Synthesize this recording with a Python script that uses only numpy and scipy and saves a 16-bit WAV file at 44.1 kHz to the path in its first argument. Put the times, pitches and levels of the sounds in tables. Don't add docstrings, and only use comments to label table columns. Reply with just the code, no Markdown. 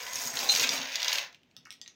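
import sys
import numpy as np
from scipy import signal
from scipy.fft import rfft, irfft, next_fast_len
from scipy.io import wavfile
from scipy.ndimage import uniform_filter1d

SR = 44100
rng = np.random.default_rng(int(sys.argv[2]) if len(sys.argv) > 2 else 0)


def log_audio(samples):
    frames = np.atleast_2d(samples).T
    limited = np.clip(frames, -1, 1)
    pcm = np.round(limited * 32767).astype(np.int16)
    wavfile.write(sys.argv[1], SR, pcm)


N = 85995

# (frequency [Hz], level [dB])
HISS_SPECTRUM = [(25, -14), (90, 5.5), (250, 9.5), (420, 1.5), (1200, -9.5), (3000, -4), (6000, -26),
                 (9000, -38)]
HISS_RMS_DB = -69.5
# (frequency [Hz], decay by 60 dB [s])
ROOM_DECAY = [(2500, 0.23), (6000, 0.2), (15000, 0.13)]
BAND_LIMIT_HZ = 15900

# (time [s], level [dB], centre of the weight [Hz])
THUDS = [(.03, -48, 65), (0.154, -48.5, 132), (0.25, -48.5, 156), (0.33, -43.5, 108), (0.531, -44, 137),
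         (0.602, -42, 93.5), (0.63, -48, 273), (0.69, -45, 169), (0.727, -46.5, 206), (0.779, -43.5, 155),
         (1.572, -56, 136)]
# (frequency [Hz], level [dB], decay by 60 dB [s])
TABLE_MODES = [(66, -6, 0.11), (102, -12, 0.28), (133.7, 2.5, 0.099), (172, -4.5, 0.19), (238.3, 5.5, 0.27),
               (266.4, 4, 0.43)]
# (frequency [Hz], level [dB])
THUD_SPECTRUM = [(20, -43.5), (55, 1.5), (100, -1), (280, -1), (500, -7), (2000, -48.5)]
THUD_ATTACK_S = 0.0071
THUD_DB_PER_OCT2 = 17.5

# (time [s], level [dB])
DRAG_LEVEL = [(0, -57), (.10, -67), (.15, -56), (.33, -53.5), (.44, -41.5), (.56, -49), (.635, -40),
              (.675, -54.5), (.74, -42.5), (.83, -53), (.86, -91)]
# (frequency [Hz], level [dB])
SCRAPE_SPECTRUM = [(80, -30.5), (170, -12), (250, 0), (320, -3), (430, 4.5), (1500, -2.5), (2500, -20),
                   (6000, -39.5)]
# (time [s], level [dB])
DRUM_LEVEL = [(.78, -39), (.92, -41), (1.03, -35.5), (1.15, -34), (1.23, -39.5), (1.30, -51.5), (1.39, -82)]
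# (frequency [Hz], level [dB])
WOOD_SPECTRUM = [(100, -39), (410, -19), (540, -4), (1000, -4), (1300, -3.5), (2500, -6.5), (6000, -71.5)]
# (frequency [Hz], width [Hz], lift [dB])
WOOD_PEAKS = [(517, 37, 7), (696.4, 31, 10), (995, 70, 8.5), (2020, 30, 10.5)]

# (time [s], level [dB], pitch [Hz], crack [dB], decay by 60 dB [s], spread of the modes [log pitch])
SNAPS = [(1.5658, -32.5, 3690, -5, 0.0075, 0.32), (1.653, -39.5, 5360, 0, 0.015, 0.19),
         (1.657, -38, 1970, -8, 0.02, .35), (1.67, -42.5, 1500, -1, 0.022, 0.22),
         (1.7055, -26, 4500, -7.5, .005, 0.59), (1.7154, -34, 3270, -4, 0.0036, 0.17),
         (1.725, -31.5, 3620, 3, 0.0061, 0.456), (1.815, -26.5, 4900, -9.5, 0.0057, 0.44),
         (1.8611, -36.5, 3120, -15, 0.0055, 0.36), (1.8777, -29, 4470, -15, 0.005, 0.4)]
# (frequency [Hz], level [dB])
SNAP_SPECTRUM = [(200, -17), (800, 1.5), (2000, -2), (6500, 3), (8500, -1), (13000, -5.5), (15500, -5)]
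# (frequency [Hz], width [Hz], lift [dB])
SNAP_PEAKS = [(1286, 41, 12), (1893, 93, 14), (2204, 100, 9), (4650, 130, 0.5)]

# (time [s], level [dB])
BAG_LEVEL = [(0, -43), (.122, -43), (.135, -37), (.215, -34), (.275, -32), (.305, -41.5), (.40, -34),
             (.53, -28.5), (.64, -30.5), (.68, -40.5), (.745, -34.5), (.85, -54), (1.19, -39),
             (1.26, -83.5)]
# (frequency [Hz], level [dB])
FILM_SPECTRUM = [(200, -34), (600, -13), (2000, -9.5), (4400, -2), (6800, 0), (8500, -7), (10500, -12.5),
                 (13500, -11.5), (15500, -7)]
# (frequency [Hz], width [Hz], lift [dB])
FILM_PEAKS = [(4860, 360, 9), (5630, 370, 11), (6506, 205, 10), (12120, 490, 10)]
# (time [s], level [dB], pitch [Hz])
BRIGHT_CLICKS = [(0.1325, -25, 6430), (0.1565, -18.5, 6030), (1.1314, -24, 12160)]
BRIGHT_T60_S, BRIGHT_SPREAD = 0.02, 0.148
PATCH_DEPTH_DB = 3

# (time [s], level of their rattle [dB])
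RATTLE_LEVEL = [(0, -39.5), (.10, -51), (.15, -40), (.33, -48.5), (.37, -38), (.47, -36.5), (.53, -33.5),
                (.635, -26.5), (.675, -36), (.735, -28.5), (.80, -35.5), (.90, -37), (1.03, -35.5),
                (1.15, -32), (1.215, -37), (1.27, -52), (1.39, -80)]
# (frequency [Hz], level [dB])
RATTLE_SPECTRUM = [(400, -42), (1200, -11), (2400, 2), (3700, 0), (5000, -4), (6600, -4), (7800, -26),
                   (10000, -27), (13500, -27.5), (15500, -23)]
# (frequency [Hz], width [Hz], lift [dB])
RATTLE_PEAKS = [(11800, 320, 5.5), (15100, 450, 14)]

# (time [s], level [dB], pitch [Hz])
CLACKS = [(0.0668, -20.5, 2330), (0.3707, -15, 4160), (0.3898, -14.5, 5130), (.494, -11, 3160),
          (0.5504, -10.5, 6250), (0.561, -11, 4270), (0.5968, -12, 4770), (0.6722, -18, 5700),
          (0.6915, -9, 4350), (0.7786, -18, 4480), (0.9564, -13, 4320), (1.0016, -19, 3700),
          (1.019, -15.5, 3370), (1.0296, -12.5, 4530), (1.0454, -16, 4700), (1.0812, -10.5, 4510),
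          (1.094, -17.5, 3920), (1.1182, -16.5, 3210), (1.1279, -13, 3590), (1.1299, -16.5, 5270),
          (1.149, -21, 3550), (1.1552, -15, 3560), (1.176, -20, 4350), (1.1838, -15.5, 3480),
          (1.2275, -23, 3200), (1.327, -38, 4010), (1.3462, -37, 2960), (1.4325, -51, 3240),
          (1.5125, -52, 3070)]
# (frequency [Hz], level [dB])
PLASTIC_SPECTRUM = [(120, -52.5), (700, -18.5), (2200, -1), (6600, 0.5), (8200, -14), (11000, -20.5),
                    (16000, -12)]
# (time [s], level [dB])
RINGS = [(.4893, -18.5), (.4955, -15.5), (0.5197, -22)]
# (frequency [Hz], level [dB], decay by 60 dB [s])
RING_MODES = [(3715, -9, .07), (4100, -2.5, 0.14), (4110, -4, 0.038), (4480, -17, 0.067), (5990, -9, 0.079),
              (6500, -8, .055)]
CLACK_T60_S, CLACK_SPREAD, CLACK_CRACK_DB = 0.012, 0.312, 8.5
CHATTER_S, CHATTER_DB = 0.0014, -5

CRACK_T60_S, CONTACT_S = 0.009, 0.00014


def amp(db):
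    return 10 ** (np.asarray(db) / 20)


def unit(x):
    return x / np.sqrt(np.mean(x ** 2) + 1e-20)


def along(points, hz):
    f, v = np.transpose(points)
    return np.interp(np.log(hz + 1), np.log(f + 1), v)


def level_curve(rows):
    s, db = np.transpose(rows)
    return np.interp(np.arange(N) / SR, s, db)


def add(out, s, sound):
    part = out[max(0, round(s * SR)):][:len(sound)]
    part += sound[:len(part)]


def colour(x, spectrum, peaks=()):
    m = 2 * next_fast_len(len(x))
    hz = np.fft.rfftfreq(m, 1 / SR)
    db = along(spectrum, hz)
    for f, width, lift in peaks:
        db = db + lift / (1 + (2 * (hz - f) / width) ** 2)
    cepstrum = irfft(np.log(amp(db)), m)
    cepstrum[1:m // 2] *= 2
    cepstrum[m // 2 + 1:] = 0
    response = np.exp(rfft(cepstrum))
    return irfft(rfft(x, m) * response, m)[:len(x)]


def room_tail():
    hz, t, z = signal.stft(rng.standard_normal(SR // 3), SR, nperseg=256)
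    decay = amp(-60 * t / along(ROOM_DECAY, hz)[:, None])
    tail = signal.istft(z * decay, SR, nperseg=256)[1]
    tail = tail * (1 - np.exp(-np.arange(len(tail)) / SR / 0.00052))
    return tail / np.linalg.norm(tail)


def in_room(x, wet_db):
    out, size = np.pad(x, (0, SR // 3)), SR // 7
    for start in range(0, len(x), size):
        answer = signal.fftconvolve(x[start:start + size], room_tail())
        add(out, start / SR, amp(wet_db) * answer)
    return out


def patter(per_s, scatter_db, t60, count):
    t, out = np.arange(SR // 20) / SR, np.zeros(N)
    for _ in range(count):
        contacts = rng.random(N) < per_s / count / SR
        sizes = amp(scatter_db * np.clip(rng.standard_normal(N), -2, 1.5))
        burst = unit(rng.standard_normal(len(t)) * amp(-60 * t / t60))
        out += signal.fftconvolve(contacts * sizes, burst)[:N]
    return out


def gain_patches(x, depth_db):
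    z = signal.stft(x, nperseg=256)[2]
    patches = uniform_filter1d(rng.standard_normal(z.shape), size=4, axis=0)
    patches = uniform_filter1d(patches, size=7, axis=1)
    shared = uniform_filter1d(rng.standard_normal(z.shape[1]), size=4)
    gain = amp(depth_db * (unit(patches) + .5 * unit(shared)))
    return signal.istft(z * gain, nperseg=256)[1][:len(x)]


def click(hz, t60, spread, crack_db, count=6):
    t = np.arange(SR // 20) / SR
    modes = np.zeros(len(t))
    for place in np.linspace(-1, 1, count) + rng.normal(0, 0.099, count):
        strength = amp(rng.normal(0, 2.2) - 1.8 * place * place) * rng.choice([-1, 1])
        modes += strength * np.sin(2 * np.pi * hz * np.exp(spread * place) * t)
    crack = amp(crack_db - 60 * t / CRACK_T60_S) * rng.standard_normal(len(t))
    sound = modes * amp(-60 * t / t60) + crack
    sound = sound * (1 - np.exp(-t / CONTACT_S))
    return sound / np.abs(sound).max()


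def ring(modes, attack_s):
    t = np.arange(SR // 3) / SR
    sound = np.zeros(len(t))
    for hz, db, t60 in modes:
        envelope = amp(db + rng.normal(0, 3.07) - 60 * t / t60)
        sound += envelope * np.sin(2 * np.pi * (hz * t + rng.random()))
    return sound * (1 - np.exp(-t / attack_s))


def room_hiss():
    return amp(HISS_RMS_DB) * unit(colour(rng.standard_normal(N), HISS_SPECTRUM))


def thuds():
    out = np.zeros(N)
    for s, db, centre in THUDS:
        modes = []
        for hz, level, t60 in TABLE_MODES:
            loss_db = THUD_DB_PER_OCT2 * np.log2(hz / centre) ** 2
            modes.append((hz, level - loss_db, t60))
        add(out, s, amp(db) * ring(modes, THUD_ATTACK_S))
    return colour(out, THUD_SPECTRUM)


def table_top():
    scrape = patter(per_s=900, scatter_db=3.5, t60=0.022, count=4)
    scrape = unit(colour(scrape, SCRAPE_SPECTRUM))
    drum = patter(per_s=540, scatter_db=0.5, t60=0.0065, count=4)
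    drum = unit(colour(drum, WOOD_SPECTRUM, WOOD_PEAKS))
    wood = amp(level_curve(DRAG_LEVEL)) * scrape + amp(level_curve(DRUM_LEVEL) - 8) * drum
    return in_room(wood, wet_db=-3.5)[:N]


def snaps():
    out = np.zeros(N)
    for s, db, hz, crack_db, t60, spread in SNAPS:
        snap = amp(db - 2.5) * click(hz, t60, spread, crack_db)
        add(out, s, in_room(snap, wet_db=-2.5))
    return colour(out, SNAP_SPECTRUM, SNAP_PEAKS)


def bag():
    crinkle = patter(per_s=1000, scatter_db=2.5, t60=0.0042, count=8)
    crinkle = colour(crinkle, FILM_SPECTRUM, FILM_PEAKS)
    crinkle = unit(gain_patches(crinkle, PATCH_DEPTH_DB))
    out = amp(level_curve(BAG_LEVEL) - 2.5) * crinkle
    for s, db, hz in BRIGHT_CLICKS:
        add(out, s, amp(db) * click(hz, BRIGHT_T60_S, BRIGHT_SPREAD, crack_db=5))
    return in_room(out, wet_db=-4.5)[:N]


def tumble():
    rattle = patter(per_s=500, scatter_db=5.5, t60=0.015, count=8)
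    rattle = unit(colour(rattle, RATTLE_SPECTRUM, RATTLE_PEAKS))
    return in_room(amp(level_curve(RATTLE_LEVEL) - 4) * rattle, wet_db=-3)[:N]


def clacks():
    hits, rings = np.zeros(N), np.zeros(N)
    for s, db, hz in CLACKS:
        contact = click(hz, CLACK_T60_S, CLACK_SPREAD, CLACK_CRACK_DB)
        rebound = amp(CHATTER_DB) * click(hz, CLACK_T60_S, CLACK_SPREAD, CLACK_CRACK_DB)
        add(contact, CHATTER_S * rng.uniform(.4, 1.6), rebound)
        add(hits, s, in_room(amp(db + 1.0) * contact, wet_db=-6.5))
    for s, db in RINGS:
        add(rings, s, amp(db) * ring(RING_MODES, attack_s=0.00017))
    return colour(hits, PLASTIC_SPECTRUM) + in_room(rings, wet_db=-30.0)[:N]


def scene():
    background = room_hiss() + thuds() + table_top()
    foreground = snaps() + bag() + tumble() + clacks()
    return (background + foreground)[None]


def record(dry):
    m = next_fast_len(N + SR // 2)
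    hz = np.fft.rfftfreq(m, 1 / SR)
    keep = np.clip((BAND_LIMIT_HZ - hz) / 300 + .5, 0, 1)
    return irfft(rfft(dry, m) * keep, m)[..., :N]


dry = scene()
out = record(dry)
log_audio(out)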